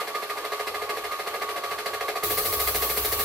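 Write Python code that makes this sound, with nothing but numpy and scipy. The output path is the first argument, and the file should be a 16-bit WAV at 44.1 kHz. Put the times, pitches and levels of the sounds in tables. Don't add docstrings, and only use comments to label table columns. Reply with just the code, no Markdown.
import sys
import numpy as np
from scipy import signal
from scipy.fft import irfft
from scipy.io import wavfile
from scipy.ndimage import uniform_filter1d

SR = 44100
rng = np.random.default_rng(int(sys.argv[2]) if len(sys.argv) > 2 else 0)


def store_pcm(level_fs):
    pcm = np.round(np.clip(level_fs, -1, 1) * 32767).astype(np.int16)
    wavfile.write(sys.argv[1], SR, np.atleast_2d(pcm).T)


def ratio_of_db(decibels):
    return 10 ** (np.asarray(decibels, float) / 20)


N = 142884

# start_s, housing_blow_db, gate_rattle_db, upper_gear_mesh_db
STROKES = [(0.0, 7.5, 0, 9), (0.0722, -1.5, -0.5, -15), (0.1461, -2.5, 0, 10), (0.2216, -1.5, -1.5, 0),
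           (0.2957, -2.5, 0.5, 3), (0.3698, -2.5, -1.5, 0), (0.4443, -1, 0.0, 0), (0.5182, -0.5, 0.5, 1),
           (0.5939, 0.5, -0.5, 2), (0.6678, -1, 1.5, 1.5), (0.7422, -1.5, -0.5, 4), (0.8176, -1, -0.5, 2),
           (0.8913, -1, 1.5, 0.5), (0.9663, -0.5, -1, -1), (1.0406, -0.5, 0, 2), (1.1153, -2.5, -0.5, 7),
           (1.1905, -0.5, 0.5, 1), (1.2645, -0.5, 1, 2), (1.3396, 1, -1, 3.5), (1.4137, 0.5, 1, 5),
           (1.487, -1.5, 0.5, 1), (1.5616, -1, 0.0, -3), (1.6349, 0, -0.5, 0.5), (1.7095, -0.5, -0.0, 3.5),
           (1.7835, -2.5, 0.5, -2), (1.8573, 1.0, 3.5, 2), (1.9329, 1, 1.5, 3), (2.0064, 1.5, 1.5, 2),
           (2.0809, 5, 2.5, 2), (2.1551, 2.5, 1.5, 5), (2.2283, -1, -2.5, 4), (2.3022, -0.5, -1.5, -5),
           (2.3751, -0.5, 1, 6.5), (2.4495, -2.5, -1.5, 2.5), (2.5237, -2.5, -1, 4.5),
           (2.5967, -2, -0.5, 2), (2.6716, -1.5, -1, 6.5), (2.7453, 0.5, 0, -1), (2.8197, 1.0, -0.5, 3),
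           (2.8943, -3.5, -2, -1.5), (2.9679, -2, -2, 2.5), (3.0433, 0, -1.5, -0.5), (3.1173, -2, -2, -2.0),
           (3.1914, -3, -1.0, 4.5)]


def read(points, hz):
    f, value = np.transpose(points)
    return np.interp(np.log(hz + 1), np.log(f + 1), value)


def evened(x):
    return x / np.sqrt(np.mean(x ** 2) + 1e-20)


def colour(x, points):
    hz = np.fft.rfftfreq(4096, 1 / SR)
    taps = np.roll(irfft(ratio_of_db(read(points, hz))), 2048) * np.hanning(4096)
    return signal.oaconvolve(x, taps, "same")


def shifted(x, delay_s):
    return np.roll(x, round(delay_s * SR))


def drift(change_s):
    size = round(change_s * SR)
    once = uniform_filter1d(rng.standard_normal(N), size)
    return evened(uniform_filter1d(once, size))


def resonate(x, hz, width_hz):
    turn = np.exp(2j * np.pi * np.cumsum(hz * np.ones(len(x))) / SR)
    radius = np.exp(-np.pi * width_hz / SR)
    return 2 * (turn * signal.lfilter([1 - radius], [1, -radius], x / turn)).real


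def strokes(column):
    table, train = np.array(STROKES), np.zeros(N)
    train[(table[:, 0] * SR).astype(int)] = ratio_of_db(table[:, column])
    return train


def burst(train, t60):
    rise_s, hold_s, lead_s, lead_db = .004, .013, .005, -9
    t = np.arange(9000) / SR - lead_s
    decay = ratio_of_db(-60 * np.maximum(t - hold_s, 0) / t60) ** 2
    power = np.where(t < 0, ratio_of_db(lead_db) ** 2, np.minimum(1.0 + t / rise_s, 1) * decay)
    lead = round(lead_s * SR)
    level = np.sqrt(abs(signal.oaconvolve(train ** 2, power)[lead:N + lead]))
    return level, np.sqrt(power), lead


def ticks(size):
    ticks_per_s, spread_db = 7000, 1.6
    hit = rng.random(size) < ticks_per_s / SR
    strength_db = spread_db * np.minimum(rng.exponential(1, size), 4)
    return evened(hit * rng.standard_normal(size) * ratio_of_db(strength_db))


def rumble():
    # centre_hz, width_hz, level_db
    lumps = [(39.8, 16, 3.5), (60, 13, 5), (92, 7.8, 5.5)]
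    # time_s, level_db
    swell = [(0, -54), (.4, -45.5), (0.799, -39.5), (1.199, -40), (1.6, -42.5), (2.0, -35), (2.299, -49.5),
             (2.499, -46), (2.6, -44.5), (2.75, -48), (2.9, -68), (3.048, -44.5), (3.24, -44)]
    low = np.zeros(N)
    for hz, width_hz, db in lumps:
        once = resonate(rng.standard_normal(N), hz, width_hz)
        low += ratio_of_db(db) * evened(resonate(once, hz, width_hz))
    return evened(low) * ratio_of_db(np.interp(np.arange(N) / SR, *np.transpose(swell)))


def grip():
    # time_s, pitch_hz, level_db
    creak = [
        (2.199, 99, -65),
        (2.329, 102.2, -44),
        (2.42, 96.8, -54),
        (2.5, 92, -42),
        (2.58, 73.2, -52),
        (2.66, 62.6, -41),
        (2.838, 60, -37.5),
        (2.921, 60, -44),
        (3.24, 74.3, -44),
    ]
    s, hz, db = np.transpose(creak)
    t = np.arange(N) / SR
    turns = np.cumsum(np.interp(t, s, hz) + 3.2 * drift(0.018)) / SR
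    return ratio_of_db(np.interp(t, s, db) + 1.3 * drift(0.014)) * np.sin(2 * np.pi * turns)


def wash():
    # frequency_hz, level_db
    fan_colour = [(110, -52), (165, -35), (260, -14.5), (425, -1.5), (890, -10), (1480, -13.5),
                  (7700, -18.5), (10800, -14), (12300, -7), (15800, -10.5)]
    wash_db, patch_db = -29.5, 1.5
    wobble_db, wobble_hz, wobble_phase = 0.8, 5.3, .3
    frames, hz = N // 256 + 5, np.fft.rfftfreq(1024, 1 / SR)
    a, b, c, d, patches = rng.standard_normal((frames, 513, 5)).T
    patches = uniform_filter1d(patches, size=10, axis=0)
    patches = evened(uniform_filter1d(patches, size=10, axis=1))
    t = (np.arange(frames) - 2) * 256 / SR
    wobble = wobble_db * np.cos(2 * np.pi * wobble_hz * t - wobble_phase)
    gain = ratio_of_db(read(fan_colour, hz)[:, None] + patch_db * patches + wobble)
    bins = np.array([a + 1j * b, c + 1j * d]) * gain
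    noise = signal.istft(bins, nperseg=1024, noverlap=768)[1][:, :N]
    return ratio_of_db(wash_db) * evened(noise)


def whine(train):
    # pitch_hz, wander_hz, level_db, load_db, load_start_s, load_length_s
    gear_tones = [(1134, 12, -37.5, 2.5, -.004, .012), (1213, 10, -44, 6.5, -.004, .04)]
    # early_mesh_db, late_mesh_db
    lower_mesh = [(1, -4.5), (-6, 0), (-2, 4), (-7, -19), (-1.5, 5), (-10, -8), (5, -11), (2, 3.5),
                  (-1, -2), (1, -4), (-7, 5), (-14, -2), (3.0, 8.5), (-7, -4), (0, -4), (0, 2), (-5, -8),
                  (1, -8), (2.5, -14), (6, -1), (4, 0), (6, -6), (1, 1.5), (2.5, 4.5), (-20, -4),
                  (1.0, 2.5), (1, 1), (-9, 6.5), (-4, -20), (6, 1), (-2, 1.0), (6.5, -2), (1.0, -1.5),
                  (-2, 8.5), (-6, 6.5), (2, 0), (2.0, -6), (-0.0, 2.0), (2.5, 6.5), (-3, 2), (-4, 0),
                  (-1, 1.5), (-1, 3.5), (2.5, -4)]
    sag_hz, sag_at_s, flutter_db, wander_s = 11, -.012, 1.8, .014
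    t, out, at = np.arange(N) / SR, np.zeros(N), np.array(STROKES)[:, 0]
    sag = sag_hz * (1 - 2 * signal.oaconvolve(shifted(train, sag_at_s), np.hanning(3274), "same"))
    halves = (at[:, None] + [.009, .045]).ravel()
    lower_db = np.interp(t, halves, np.ravel(lower_mesh))
    upper_db = np.interp(t, at + .017, np.array(STROKES)[:, 3])
    for (hz, wander_hz, db, load_db, start_s, length_s), mesh_db in zip(gear_tones, (lower_db, upper_db)):
        load = signal.oaconvolve(shifted(train, start_s), np.ones(round(length_s * SR)))[:N]
        load = uniform_filter1d(load, size=250)
        level_db = db + load_db * load + flutter_db * drift(wander_s) + mesh_db
        pitch_hz = hz + sag + wander_hz * drift(wander_s)
        out += ratio_of_db(level_db) * np.sin(2 * np.pi * np.cumsum(pitch_hz) / SR)
    return out


def flap(train):
    late_s, t60, flap_hz, flap_db = 0.0021, 0.27, 7800, -45.5
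    level = burst(shifted(train, late_s), t60)[0]
    highpass = signal.butter(4, flap_hz, "high", fs=SR, output="sos")
    return ratio_of_db(flap_db) * evened(signal.sosfilt(highpass, level * ticks(size=N)))


def cam(train):
    # delay_s, level_db
    cycle = [
        (.0018, -4.5),
        (.0075, 1.5),
        (.0145, -12.5),
        (0.0216, -14),
        (.028, -6.5),
        (0.031, -17),
        (0.047, -4.5),
        (0.06, -4),
        (0.07, -10),
    ]
    tick_db, tick_hz, t60, spread_db = -28, 4300, .009, 2.5
    t = np.arange(800) / SR
    tick = ratio_of_db(-60 * t / t60) * np.sin(2 * np.pi * tick_hz * t) + .3 * (t == 0)
    hits = np.zeros(N)
    for delay_s, db in cycle:
        strength = ratio_of_db(db + spread_db * rng.standard_normal(N))
        hits += strength * shifted(train, delay_s) * rng.choice([-1., 1.], N)
    return ratio_of_db(tick_db) * signal.oaconvolve(hits, tick)[:N]


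def rattle(train):
    # frequency_hz, level_db
    gate_colour = [(900, -10.5), (1500, -7.5), (2100, -1.5), (3050, -10), (4250, -5.5), (6800, -13.5),
                   (13300, -1.5), (15800, -7.5)]
    same_db, same_hz, fresh_db, t60 = -47.5, 3760, -31, 0.12
    level, shape, lead = burst(train, t60)
    same = signal.oaconvolve(train, ticks(size=len(shape)) * shape)[lead:N + lead]
    same = signal.lfilter(*signal.butter(2, same_hz, fs=SR), colour(same, gate_colour))
    fresh = colour(level * ticks(size=N), gate_colour)
    return ratio_of_db(same_db) * evened(same) + ratio_of_db(fresh_db) * evened(fresh)


def housing(train):
    mode_hz = [338, 385, 422, 468, 498, 555, 628, 704, 766, 960, 1020, 1670, 1860, 2090]
    # level_db, t60_s
    mode_ring = [(-51.5, .25), (-47, .1), (-39, .22), (-41, .17), (-40, .05), (-42, .12), (-38.5, .06),
                 (-38, .11), (-40.5, .09), (-48.5, .05), (-46, .09), (-39.5, .1), (-44, .05), (-36, .06)]
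    rebound_share = [.5, .2, -.1, .7, -.4, -.5, -.7, -.45, -.4, 0, 0, .1, .1, .3]
    early_s, rebound_s, push_s, uneven, housing_db = .0015, .0135, .0045, .2, 8
    t, out = np.arange(14000) / SR, np.zeros(N)
    blow = shifted(train, -early_s)
    back = shifted(train, rebound_s - early_s)
    for k, (hz, share, (db, t60)) in enumerate(zip(mode_hz, rebound_share, mode_ring)):
        decay = ratio_of_db(db + housing_db - 60 * t / t60)
        push = 1 - np.exp(-t / push_s)
        ring = (-1) ** k * decay * np.sin(2 * np.pi * hz * t) * push
        blows = (blow + share * back) * (1 + uneven * rng.standard_normal(N))
        out += signal.oaconvolve(blows, ring)[:N]
    return out


def room(x):
    # frequency_hz, t60_s
    decay_time = [(200, 0.53), (1000, 0.061), (4000, 0.095), (12000, 0.12)]
    taps = np.zeros((2, 20000))
    at = np.arange(100, 19980, 20) + rng.integers(0, 20, (2, 994))
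    np.put_along_axis(taps, at, rng.choice([-1., 1.], at.shape), 1)
    hz, t, bins = signal.stft(taps, SR, nperseg=256)
    decay = ratio_of_db(-60 * t / read(decay_time, hz)[:, None])
    tail = signal.istft(bins * decay, SR, nperseg=256)[1]
    return signal.fftconvolve(x[None], tail / np.linalg.norm(tail[0]), axes=1)[:, :N]


def scene():
    # frequency_hz, level_db
    side_colour = [(60, -37), (160, -29), (330, -33), (640, -5), (1410, -7), (3100, 2.5), (6820, 0),
                   (15000, -2.5)]
    # frequency_hz, level_db
    lean = [(60, 0), (240, -.2), (600, -.8), (2000, -1.3), (4000, 1), (8000, -.1), (13000, 1.3)]
    gate_late_s, housing_wet, room_db = .002, .25, -6.5
    train, gate_train = strokes(column=1), strokes(column=2)
    loose = shifted(gate_train, gate_late_s)
    body = housing(train)
    gate = rattle(loose) + flap(loose) + cam(gate_train)
    machine = body + gate
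    wet = room(housing_wet * body + gate)
    air = wash()
    gears = whine(1. * (train > 0))
    mid = machine + ratio_of_db(room_db) * wet[0] + air[0] + gears + rumble() + grip()
    side = 0.29 * np.roll(machine, 7) + 1.0 * wet[1] + air[1]
    side += 0.13 * np.roll(air[0], 7) + 0.59 * np.roll(gears, 9)
    side = colour(side, side_colour)
    left = colour(mid + side, [(f, db / 2) for f, db in lean])
    right = colour(mid - side, [(f, -db / 2) for f, db in lean])
    return np.array([left, right])


def roll_off(x):
    return signal.sosfilt(signal.butter(12, 16200, fs=SR, output="sos"), x)


def record(dry):
    # frequency_hz, gain_db
    noise_filter = [(30, -27.5), (90, -20.5), (200, -9.5), (400, -4), (1200, 0.8), (4000, -6.5),
                    (8000, -11.5), (13500, -18.5)]
    off_s, fade_s, top_hz, edge_hz = 2.234, .006, 14600, 15780
    hz = np.fft.rfftfreq(8192, 1 / SR)
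    gain = ratio_of_db(read(noise_filter, hz)) / (1 + (hz / top_hz) ** 60)
    taps = np.roll(irfft(gain), 4096) * np.hanning(8192)
    dull = signal.oaconvolve(dry, taps[None], "same", axes=1)
    off = np.clip((np.arange(N) / SR - off_s) / fade_s + .5, 0, 1)
    band_limit = signal.firwin(511, edge_hz, window=("kaiser", 9), fs=SR)
    mix = signal.oaconvolve(dull + off * (dry - dull), band_limit[None], "same", axes=1)
    return roll_off(mix)


dry = scene()
out = record(dry)
store_pcm(out)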